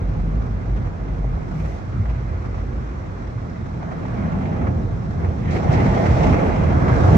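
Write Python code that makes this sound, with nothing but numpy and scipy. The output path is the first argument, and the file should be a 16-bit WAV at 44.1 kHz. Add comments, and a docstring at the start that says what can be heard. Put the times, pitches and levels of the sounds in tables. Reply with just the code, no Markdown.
"""Inside a car in a wash tunnel: wet cloth strips drag and slap over the windscreen and roof, then water pours on.
The cabin air throbs and booms at its lowest modes, and the body panels drum, thud and briefly ring.
The glass passes a muffled thrum, scrub and hiss: coloured noise that flutters with many small contacts.
Two microphone ports hear each sound with a likeness, delay and balance that depend on frequency."""
import sys
import numpy as np
from scipy import signal
from scipy.fft import rfft, irfft, next_fast_len
from scipy.io import wavfile
from scipy.ndimage import uniform_filter1d

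SR = 44100
rng = np.random.default_rng(int(sys.argv[2]) if len(sys.argv) > 2 else 0)


def wav_out(sig):
    """Save sig, one row per channel (or a flat mono array), as 16-bit PCM at SR to the path in sys.argv[1]."""
    wavfile.write(sys.argv[1], SR, np.round(np.clip(np.atleast_2d(sig).T, -1, 1) * 32767).astype(np.int16))


N = 316197

# Strip ends landing on the glass. Each row: start in seconds, knock level in dB,
# where the knock is loudest in Hz, smack level in dB before each layer takes its share.
STRIP_SLAPS = [(1.177, -37, 450, -47), (1.243, -29.5, 500, -50), (1.37, -31, 500, -45),
               (1.414, -41, 900, -38), (2.054, -33, 900, -32), (2.095, -44, 1700, -33),
               (2.443, -37, 500, -38), (2.543, -32, 750, -30), (2.58, -39, 900, -34),
               (2.634, -36, 500, -40), (3.557, -42, 1300, -35), (3.828, -32, 900, -39),
               (3.913, -32, 750, -33), (4.052, -29, 750, -31), (4.455, -39, 2000, -32),
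               (4.525, -35, 900, -30), (4.613, -33, 900, -35), (4.669, -30, 1100, -29),
               (5.187, -38, 500, -45), (5.244, -39, 1300, -31), (5.287, -31, 550, -41),
               (5.504, -42, 500, -42), (5.558, -28, 700, -29), (5.736, -32, 2000, -21),
               (6.099, -30, 600, -25), (6.205, -36, 1500, -24), (6.29, -45, 2000, -23),
               (6.794, -38, 1100, -28), (6.881, -40, 1600, -24)]
# Heavy strips landing on the panels. Each row: peak time in seconds, level in dB before each panel's share.
STRIP_THUMPS = [(0.801, -21), (1.291, -27.5), (1.99, -19), (2.349, -26.5), (3.6, -31), (4.1, -24.5),
                (4.692, -24.5), (4.862, -22), (5.281, -19.5), (5.51, -27.5), (5.691, -18.5), (5.948, -28),
                (6.128, -15), (6.322, -13), (6.492, -18.5), (6.649, -21), (6.861, -26.5), (7.039, -16)]
# Resonances of the large door panels. Each row: pitch in Hz, width in Hz, relative level in dB.
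DOOR_MODES = [(71.5, 38.6, -2), (101.7, 35.7, -2), (122.3, 14.1, -2.5)]
THUMP_RISE_S = 0.0331


def amp(db):
    """Decibels to a linear gain."""
    return 10 ** (np.asarray(db) / 20)


def unit(x):
    """Scales a signal to rms 1."""
    return x / np.sqrt(np.mean(x ** 2) + 1e-20)


def along(points, hz):
    """Reads a curve of (Hz, value) points on a log frequency axis."""
    f, v = np.transpose(points)
    return np.interp(np.log(hz + 1), np.log(f + 1), v)


def curves(rows):
    """One value per sample for each column after the time."""
    s, *cols = np.transpose(rows)
    return [np.interp(np.arange(N) / SR, s, c) for c in cols]


def smooth(x):
    """Rounds off steps."""
    return uniform_filter1d(x, size=128)


def swell(peak_s, rise_s, fall_s):
    """A smooth hump of height 1 around a moment, with its own width on either side."""
    t = np.arange(0, N + 64, 64) / SR - peak_s  # one value per 64 samples
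    hump = np.exp(-.5 * (t / np.where(t < 0, rise_s, fall_s)) ** 2)
    return np.repeat(hump, 64)[:N]


def filtered(x, response):
    """Passes x through a complex response of frequency."""
    m = next_fast_len(N + SR // 2)
    return irfft(rfft(x, m) * response(np.fft.rfftfreq(m, 1 / SR)), m)[..., :N]


def modes(table):
    """The response of a set of resonances; neighbours alternate in sign."""
    def response(f):
        total = 0
        for k, (centre, width, db) in enumerate(table):
            resonance = 1j * f * width / (centre * centre - f * f + 1j * f * width)
            total = total + (-1) ** k * amp(db) * resonance
        return total
    return response


def ports(hz):
    """How two unrelated noises mix at the left and right port: likeness, delay and balance."""
    # Each row: frequency in Hz, likeness of the two ports from 0 to 1.
    likeness = [(50, 0.91), (150, .92), (230, 0.56), (340, 0.42), (480, 0.31), (700, .6), (900, 0.35),
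                (1200, 0.33), (1550, 0.4), (1900, 0.31), (2150, 0.3), (2900, 0.2), (4500, .1), (7000, .13),
                (9000, 0.3)]
    # Each row: frequency in Hz, phase in radians by which the left port leads.
    phase_lead = [(0, 0), (260, -0.1), (600, -1.8), (1460, -3.4), (1720, -2.9), (2070, -5.7), (2500, -6.7),
                  (2930, -9.3)]
    # Each row: frequency in Hz, left level over right in dB.
    balance = [(50, -2), (200, -0.5), (700, -3), (1500, -1.5), (4000, -.5), (5900, -6), (6900, 0),
               (9000, 0)]
    treble_lag_s = .00049  # slope of the left port's lag above the last phase point
    turn = np.arccos(np.clip(along(likeness, hz), 0, 1)) / 2
    top_hz, _ = phase_lead[-1]
    lead = np.interp(hz, *np.transpose(phase_lead))
    lead = lead - 2 * np.pi * treble_lag_s * np.maximum(hz - top_hz, 0)
    left = amp(along(balance, hz) / 2) * np.exp(.5j * lead)
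    return np.array([[left * np.cos(turn), left * np.sin(turn)],
                     [np.cos(turn) / left, -np.sin(turn) / left]])


def rush(response, patchy_db):
    """Stereo noise of rms 1 through a response, with patches of random gain in time and frequency."""
    z = signal.stft(rng.standard_normal((2, N)), nperseg=512)[2]
    across_bins = uniform_filter1d(rng.standard_normal(z.shape[1:]), size=6, axis=0)
    field = uniform_filter1d(across_bins, size=10, axis=1)
    pair = signal.istft(z * amp(patchy_db * unit(field)), nperseg=512)[1]
    m = next_fast_len(N + SR // 2)
    hz = np.fft.rfftfreq(m, 1 / SR)
    at_ports = (ports(hz) * rfft(pair, m)).sum(axis=1)
    return unit(irfft(at_ports * response(hz), m)[:, :N])


def cabin():
    """The air volume throbs at its lowest mode while the strips work the front, with looser rumble around it."""
    # Swells of the lowest air mode. 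Each row: peak time in seconds, pitch in Hz, level in dB.
    throbs = [(.09, 47.2, -21), (0.289, 46, -17.5), (.375, 51.5, -15.5), (.53, 49.8, -20.5),
              (.73, 51.8, -17.5), (0.811, 53.9, -30), (1.001, 54.95, -25.5), (1.12, 49.8, -20),
              (1.23, 47.7, -22), (1.331, 48.3, -18.5), (1.658, 54.7, -22), (2.0, 61.16, -24),
              (2.11, 54.95, -16.5), (2.26, 52.46, -23), (2.38, 52.1, -23.5), (2.521, 51.2, -24.5),
              (2.65, 54.95, -27), (2.78, 54.5, -23), (2.9, 54.8, -25.5), (3.169, 50, -31),
              (3.28, 52.5, -30)]
    # Loose rumble of the cabin air. Each row: time in seconds, level in dB.
    boom = [(0, -31), (1.5, -27), (2.8, -30.5), (3.5, -35.5), (5.2, -30.5), (5.4, -24.5), (6.2, -25.5),
            (7.15, -24)]
    # Resonances of the air. Each row: pitch in Hz, width in Hz, relative level in dB.
    air_modes = [(50.5, 14, -10.5), (40.3, 9, -10)]
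    s, hz, _ = np.transpose(throbs)
    power = sum((amp(db) * swell(at, rise_s=0.057, fall_s=0.033)) ** 2 for at, _, db in throbs)
    pitch_hz = np.interp(np.arange(N) / SR, s, hz)
    hum = np.sqrt(2) * smooth(np.sqrt(power)) * np.sin(2 * np.pi * np.cumsum(pitch_hz) / SR)

    def rumble_band(f):
        low_cut = (f / 45) ** 2 / (1 + (f / 45) ** 2)
        return modes(air_modes)(f) * low_cut / (1 + (f / 70) ** 4)

    rumble = amp(curves(boom)[0]) * rush(rumble_band, patchy_db=-1.5)
    return hum * amp([[-.2], [.2]]) + rumble  # hum a touch louder on the right


def airy():
    """The treble swells up once in a brief rustle: a hump of bright noise."""
    # Colour of the rustle. Each row: frequency in Hz, relative level in dB.
    rustle = [(3000, -30), (5000, -2), (6000, 0), (8000, -8), (10500, -13), (15000, -14)]
    level = amp(-62) * smooth(swell(1.66, rise_s=.11, fall_s=.09))
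    return level * rush(lambda f: amp(along(rustle, f)), patchy_db=1)


def surges():
    """A single panel mode swells for a moment under a dragging strip, as a short sine hump."""
    # Each row: peak time in seconds, pitch in Hz, level in dB.
    ring_ups = [(.85, 159.2, -30.5), (1.2, 160, -29), (1.33, 161, -31.5), (.81, 104.8, -29),
                (1.04, 100.5, -27.5), (1.29, 105, -27), (1.56, 158, -25), (1.69, 150.1, -32),
                (2.0, 99.55, -19.5), (2.31, 85, -21.5), (2.78, 75.8, -27), (3.36, 116.1, -28.5),
                (3.62, 100.6, -31.5), (4.1, 105, -26.5), (4.19, 202.5, -23.5), (4.63, 77, -19),
                (4.699, 120, -20.5), (5.26, 95, -23), (5.831, 211.4, -22), (6.17, 72, -23.5),
                (7.05, 85.2, -15), (7.13, 110, -15.5)]
    t = np.arange(N) / SR
    tone = np.zeros(N)
    for s, hz, db in ring_ups:
        sine = np.sin(2 * np.pi * (hz * t + rng.random()))
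        tone += amp(db) * swell(s, rise_s=0.011, fall_s=0.024) * sine
    return filtered(np.sqrt(2) * uniform_filter1d(tone, size=16), lambda hz: ports(hz)[:, 0])


def thuds():
    """The blow of each heavy strip rings the doors: an impulse through their resonances."""
    doors = lambda hz: modes(DOOR_MODES)(hz) / (1 + 1j * hz / 200) ** 2
    s, db = np.transpose(STRIP_THUMPS)
    blows = np.zeros(N)
    at = np.round((s - THUMP_RISE_S / 2) * SR).astype(int)  # the blow comes just ahead of the thump's peak
    blows[at] = amp(db + 3)  # dB over the thump
    single_peak = np.abs(filtered(np.eye(1, N)[0], doors)).max()
    return filtered(blows, lambda hz: doors(hz) * ports(hz)[:, 0]) / single_peak


def panels():
    """Doors, roof and bonnet each drum under their own load, and all together under a thump."""
    # Load of cloth and water. Each row: time in seconds, doors in dB, roof in dB, bonnet in dB.
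    drum = [(0.0, -26, -30.5, -30), (0.08, -26, -30.5, -41.5), (0.2, -24, -33, -31.5),
            (1.021, -27.5, -35.5, -37.5), (1.65, -27.5, -30, -38), (1.79, -27.5, -51, -41.5),
            (2.01, -23.5, -31, -36.5), (2.09, -26, -40, -38), (2.85, -29, -49, -36.5),
            (2.89, -34, -61, -41.5), (3.03, -27.5, -48.5, -40.5), (4.04, -30, -32, -32),
            (4.201, -23.5, -57, -27), (4.24, -26, -22, -28), (4.84, -23.5, -34, -29),
            (4.94, -24, -27.5, -51), (5.0, -27, -34.5, -34), (5.28, -21, -29, -32.5),
            (5.38, -27.5, -29.5, -32), (5.51, -20, -25, -27), (5.63, -22, -29, -28),
            (5.69, -18.5, -20, -33), (5.81, -15.5, -29, -20.5), (5.87, -21, -25, -23.5),
            (6.15, -17, -27.5, -25.5), (6.21, -20, -19, -30), (6.29, -22, -18, -20),
            (6.41, -21.5, -27, -24), (7.09, -13, -23.5, -29), (7.15, -13, -15.5, -16)]
    # Resonances of the roof, then of the bonnet. 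Each row: pitch in Hz, width in Hz, relative level in dB.
    roof_modes = [(159.7, 12.3, 2.5)]
    bonnet_modes = [(184.9, 28.6, 0.5), (260, 51, -4)]

    def band(table, low_hz):
        def response(f):
            low_cut = (f / low_hz) ** 4 / (1 + (f / low_hz) ** 4)
            return modes(table)(f) * low_cut / (1 + (f / 280) ** 4)
        return response

    thump = smooth(sum(amp(db) * swell(s, THUMP_RISE_S, fall_s=0.027) for s, db in STRIP_THUMPS))
    bands = band(DOOR_MODES, low_hz=61.3), band(roof_modes, low_hz=103), band(bonnet_modes, low_hz=137)
    thump_shares_db = (-2, -16.5, -16)  # doors, roof, bonnet
    out = np.zeros((2, N))
    for level_db, share_db, panel in zip(curves(drum), thump_shares_db, bands):
        out += np.hypot(amp(level_db), amp(share_db) * thump) * rush(panel, patchy_db=0.7)
    return out


def knocks():
    """The soft end of each strip scuffs the pane for a few milliseconds; where it lands sets the colour."""
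    # Resonances of the knocked pane. Each row: pitch in Hz, width in Hz, relative level in dB.
    pane = [(350, 90, -1), (520, 140, -1), (780, 200, 0), (1250, 300, -3), (2000, 500, -1)]
    rise_s, t60_s, width_octaves = .001, .045, .65
    t, hz = np.arange(4096) / SR, np.fft.rfftfreq(4096, 1 / SR)
    contact = amp(-60 * t / t60_s) * (1 - np.exp(-t / rise_s))
    out = np.zeros((2, N + len(t)))
    for s, db, centre_hz, _ in STRIP_SLAPS:
        octaves = np.log2((hz + 1) / centre_hz)
        colour = np.abs(modes(pane)(hz)) * np.exp(-.5 * (octaves / width_octaves) ** 2)
        noise = rfft(rng.standard_normal((2, len(t))))
        scuff = contact * irfft((ports(hz) * noise).sum(axis=1) * colour)
        crest_level = np.sqrt(np.mean(contact ** 2)) / contact.max()  # the knock level holds at the crest
        out[:, round(s * SR):][:, :len(t)] += amp(db) * unit(scuff) * crest_level
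    return out[:, :N]


def patter(rate, t60, spread_db):
    """Gain of many small contacts at random moments: each swells quickly and fades, sizes vary a little."""
    draws = rng.random((400, 2))
    at = np.cumsum(-np.log(draws[:, 0] + 1e-9)) / rate * SR
    sizes = amp(-spread_db * np.log(draws[at < N, 1] + 1e-9))
    hits = np.bincount(at[at < N].astype(int), sizes, N)
    fading = signal.lfilter([1], [1, -amp(-60 / (t60 * SR))], hits)
    return unit(uniform_filter1d(fading, size=400))


def smacks():
    """Envelope of the strip ends hitting the glass: a quick rise and an exponential fade for each."""
    rise_s, t60_s = .004, .09
    t = np.arange(SR // 4) / SR
    slap = np.zeros(N + SR)
    for s, *_, smack_db in STRIP_SLAPS:
        slap[round(s * SR):][:len(t)] += amp(smack_db - 60 * t / t60_s) * (1 - np.exp(-t / rise_s))
    return slap[:N]


def ringing(spectrum):
    """A broad spectrum lifted at the modes of the screen."""
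    # Modes of screen and cabin. Each row: pitch in Hz, width in Hz, gain added to 1 in dB.
    screen = [(371.4, 87, 0), (455.6, 73, 0), (637, 100, -1), (683, 73, -12.5), (740, 48, -20.5),
              (1150, 240, -6), (1420, 150, -16), (1695, 15, -4), (1847, 44, -1), (2027, 63, -7.5),
              (2460, 150, -11), (2760, 63, -7), (3920, 61, -9), (5230, 120, -11.5), (5540, 140, -11),
              (6130, 180, -8)]
    lift = lambda f: sum(amp(db) / (1 + (2 * (f - c) / w) ** 2) for c, w, db in screen)
    return lambda f: amp(along(spectrum, f)) * (1 + lift(f))


def glass():
    """Dragging cloth thrums, scrubs and fizzes; small contacts make all flutter together, big ones slap."""
    # Cloth and water on the car. Each row: time in seconds, thrum, body, rasp and scrub levels in dB.
    load = [(0, -41, -36, -51, -43.5), (.8, -41, -38.5, -52, -43), (1.4, -41.5, -37, -52.5, -44.5),
            (1.65, -39.5, -38, -48.5, -43), (1.9, -42.5, -40.5, -51.5, -43.5),
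            (2.6, -43, -38, -51.5, -42.5), (3.4, -44, -39.5, -52.5, -44), (3.78, -42.5, -39.5, -53, -44),
            (3.84, -40, -40.5, -50.5, -39.5), (4.0, -38, -35.5, -49.5, -41.5),
            (4.25, -34.5, -34.5, -46, -38), (4.5, -33.5, -32.5, -45.5, -40), (4.68, -34, -33, -46.5, -38),
            (4.72, -37, -33.5, -52, -44), (5.1, -41.5, -38, -53.5, -43), (5.23, -35.5, -32.5, -48, -40.5),
            (5.35, -37, -35, -50.5, -42.5), (5.46, -38.5, -35, -46, -42.5),
            (5.51, -36.5, -32.5, -39.5, -38.5), (5.56, -28, -27, -38.5, -34.5),
            (5.63, -30, -31.5, -44, -37), (5.74, -23.5, -25, -35.5, -30.5),
            (5.9, -23.5, -25.5, -36.5, -31.5), (6.1, -24.5, -23.5, -37, -31),
            (6.3, -24, -24.5, -35.5, -30.5), (6.48, -22.5, -24, -38, -31.5), (6.56, -28, -27.5, -38, -32.5),
            (6.8, -27.5, -24, -41.5, -31.5), (6.9, -27, -24.5, -37.5, -28), (7.0, -28, -22.5, -41, -28.5),
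            (7.15, -20.5, -21, -36, -26)]
    # Wet hiss. Each row: time in seconds, level in dB.
    spray = [(0.0, -59), (0.04, -59.5), (1.33, -60.5), (1.75, -56.5), (1.87, -59), (3.6, -59.5), (4.3, -57),
             (5.02, -59), (5.5, -55.5), (5.51, -44.5), (5.63, -52), (5.71, -50.5), (5.73, -40.5),
             (5.77, -48), (6.31, -44.5), (6.33, -48.5), (6.79, -51.5), (7.15, -44)]
    # Colours of the layers; the hiss thins out towards the top. Each row: frequency in Hz, relative level in dB.
    body = [(150, -35), (260, -1), (310, -2), (430, -8.5), (540, -5), (650, -25.5), (1200, -59)]
    thrum = [(400, -17), (580, 0), (700, 3.5), (850, 3.5), (1000, -9), (1500, -55)]
    scrub = [(700, -20.5), (950, -2.5), (1300, -3.5), (1700, -6), (2000, -29), (3000, -71)]
    rasp = [(1400, -30), (1800, -6.5), (2100, -4), (2550, -11.5), (2800, -14.5), (3300, -18), (5000, -59)]
    fizz = [(2000, -28), (3200, 0), (4000, -0.5), (4900, -3), (5800, -3), (6600, -7), (7200, -6),
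            (8600, -20)]
    fizz_top = [(9800, -26), (10400, -35), (13000, -45), (15500, -43)]
    thrum_db, body_db, rasp_db, scrub_db = curves(load)
    hiss_db, = curves(spray)
    flutter = patter(rate=25, t60=0.029, spread_db=2)  # contacts per second, fade in seconds
    slap = smacks()
    # Each row: colour, level in dB, flutter depth, share of the slaps in dB, patchiness in dB.
    layers = [(body, body_db, .08, -7.5, 1.1),
              (thrum, thrum_db, .08, -2.5, 1.1),
              (scrub, scrub_db, .12, -9.5, 1.1),
              (rasp, rasp_db, .17, -10.5, 1.2),
              (fizz + fizz_top, hiss_db, .12, -22.5, .8)]
    out = np.zeros((2, N))
    for colour, level_db, depth, slap_db, patchy_db in layers:
        drag = amp(level_db) * unit(1 + depth * flutter)
        out += np.hypot(drag, amp(slap_db) * slap) * rush(ringing(colour), patchy_db)
    return out


def scene():
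    """Everything heard in the cabin, summed at the two ports."""
    return cabin() + airy() + surges() + thuds() + panels() + knocks() + glass()


def record(dry):
    """The recorder drops the deepest bass, rounds off the highest peaks and keeps nothing above its band limit."""
    thin = filtered(dry, lambda hz: (1j * hz / 32) ** 2 / (1 + 1j * hz / 32) ** 2)
    rounded = thin / (1 + np.abs(thin / .95) ** 6) ** (1 / 6)
    return filtered(rounded, lambda hz: hz < 15700)


dry = scene()
out = record(dry)
wav_out(out)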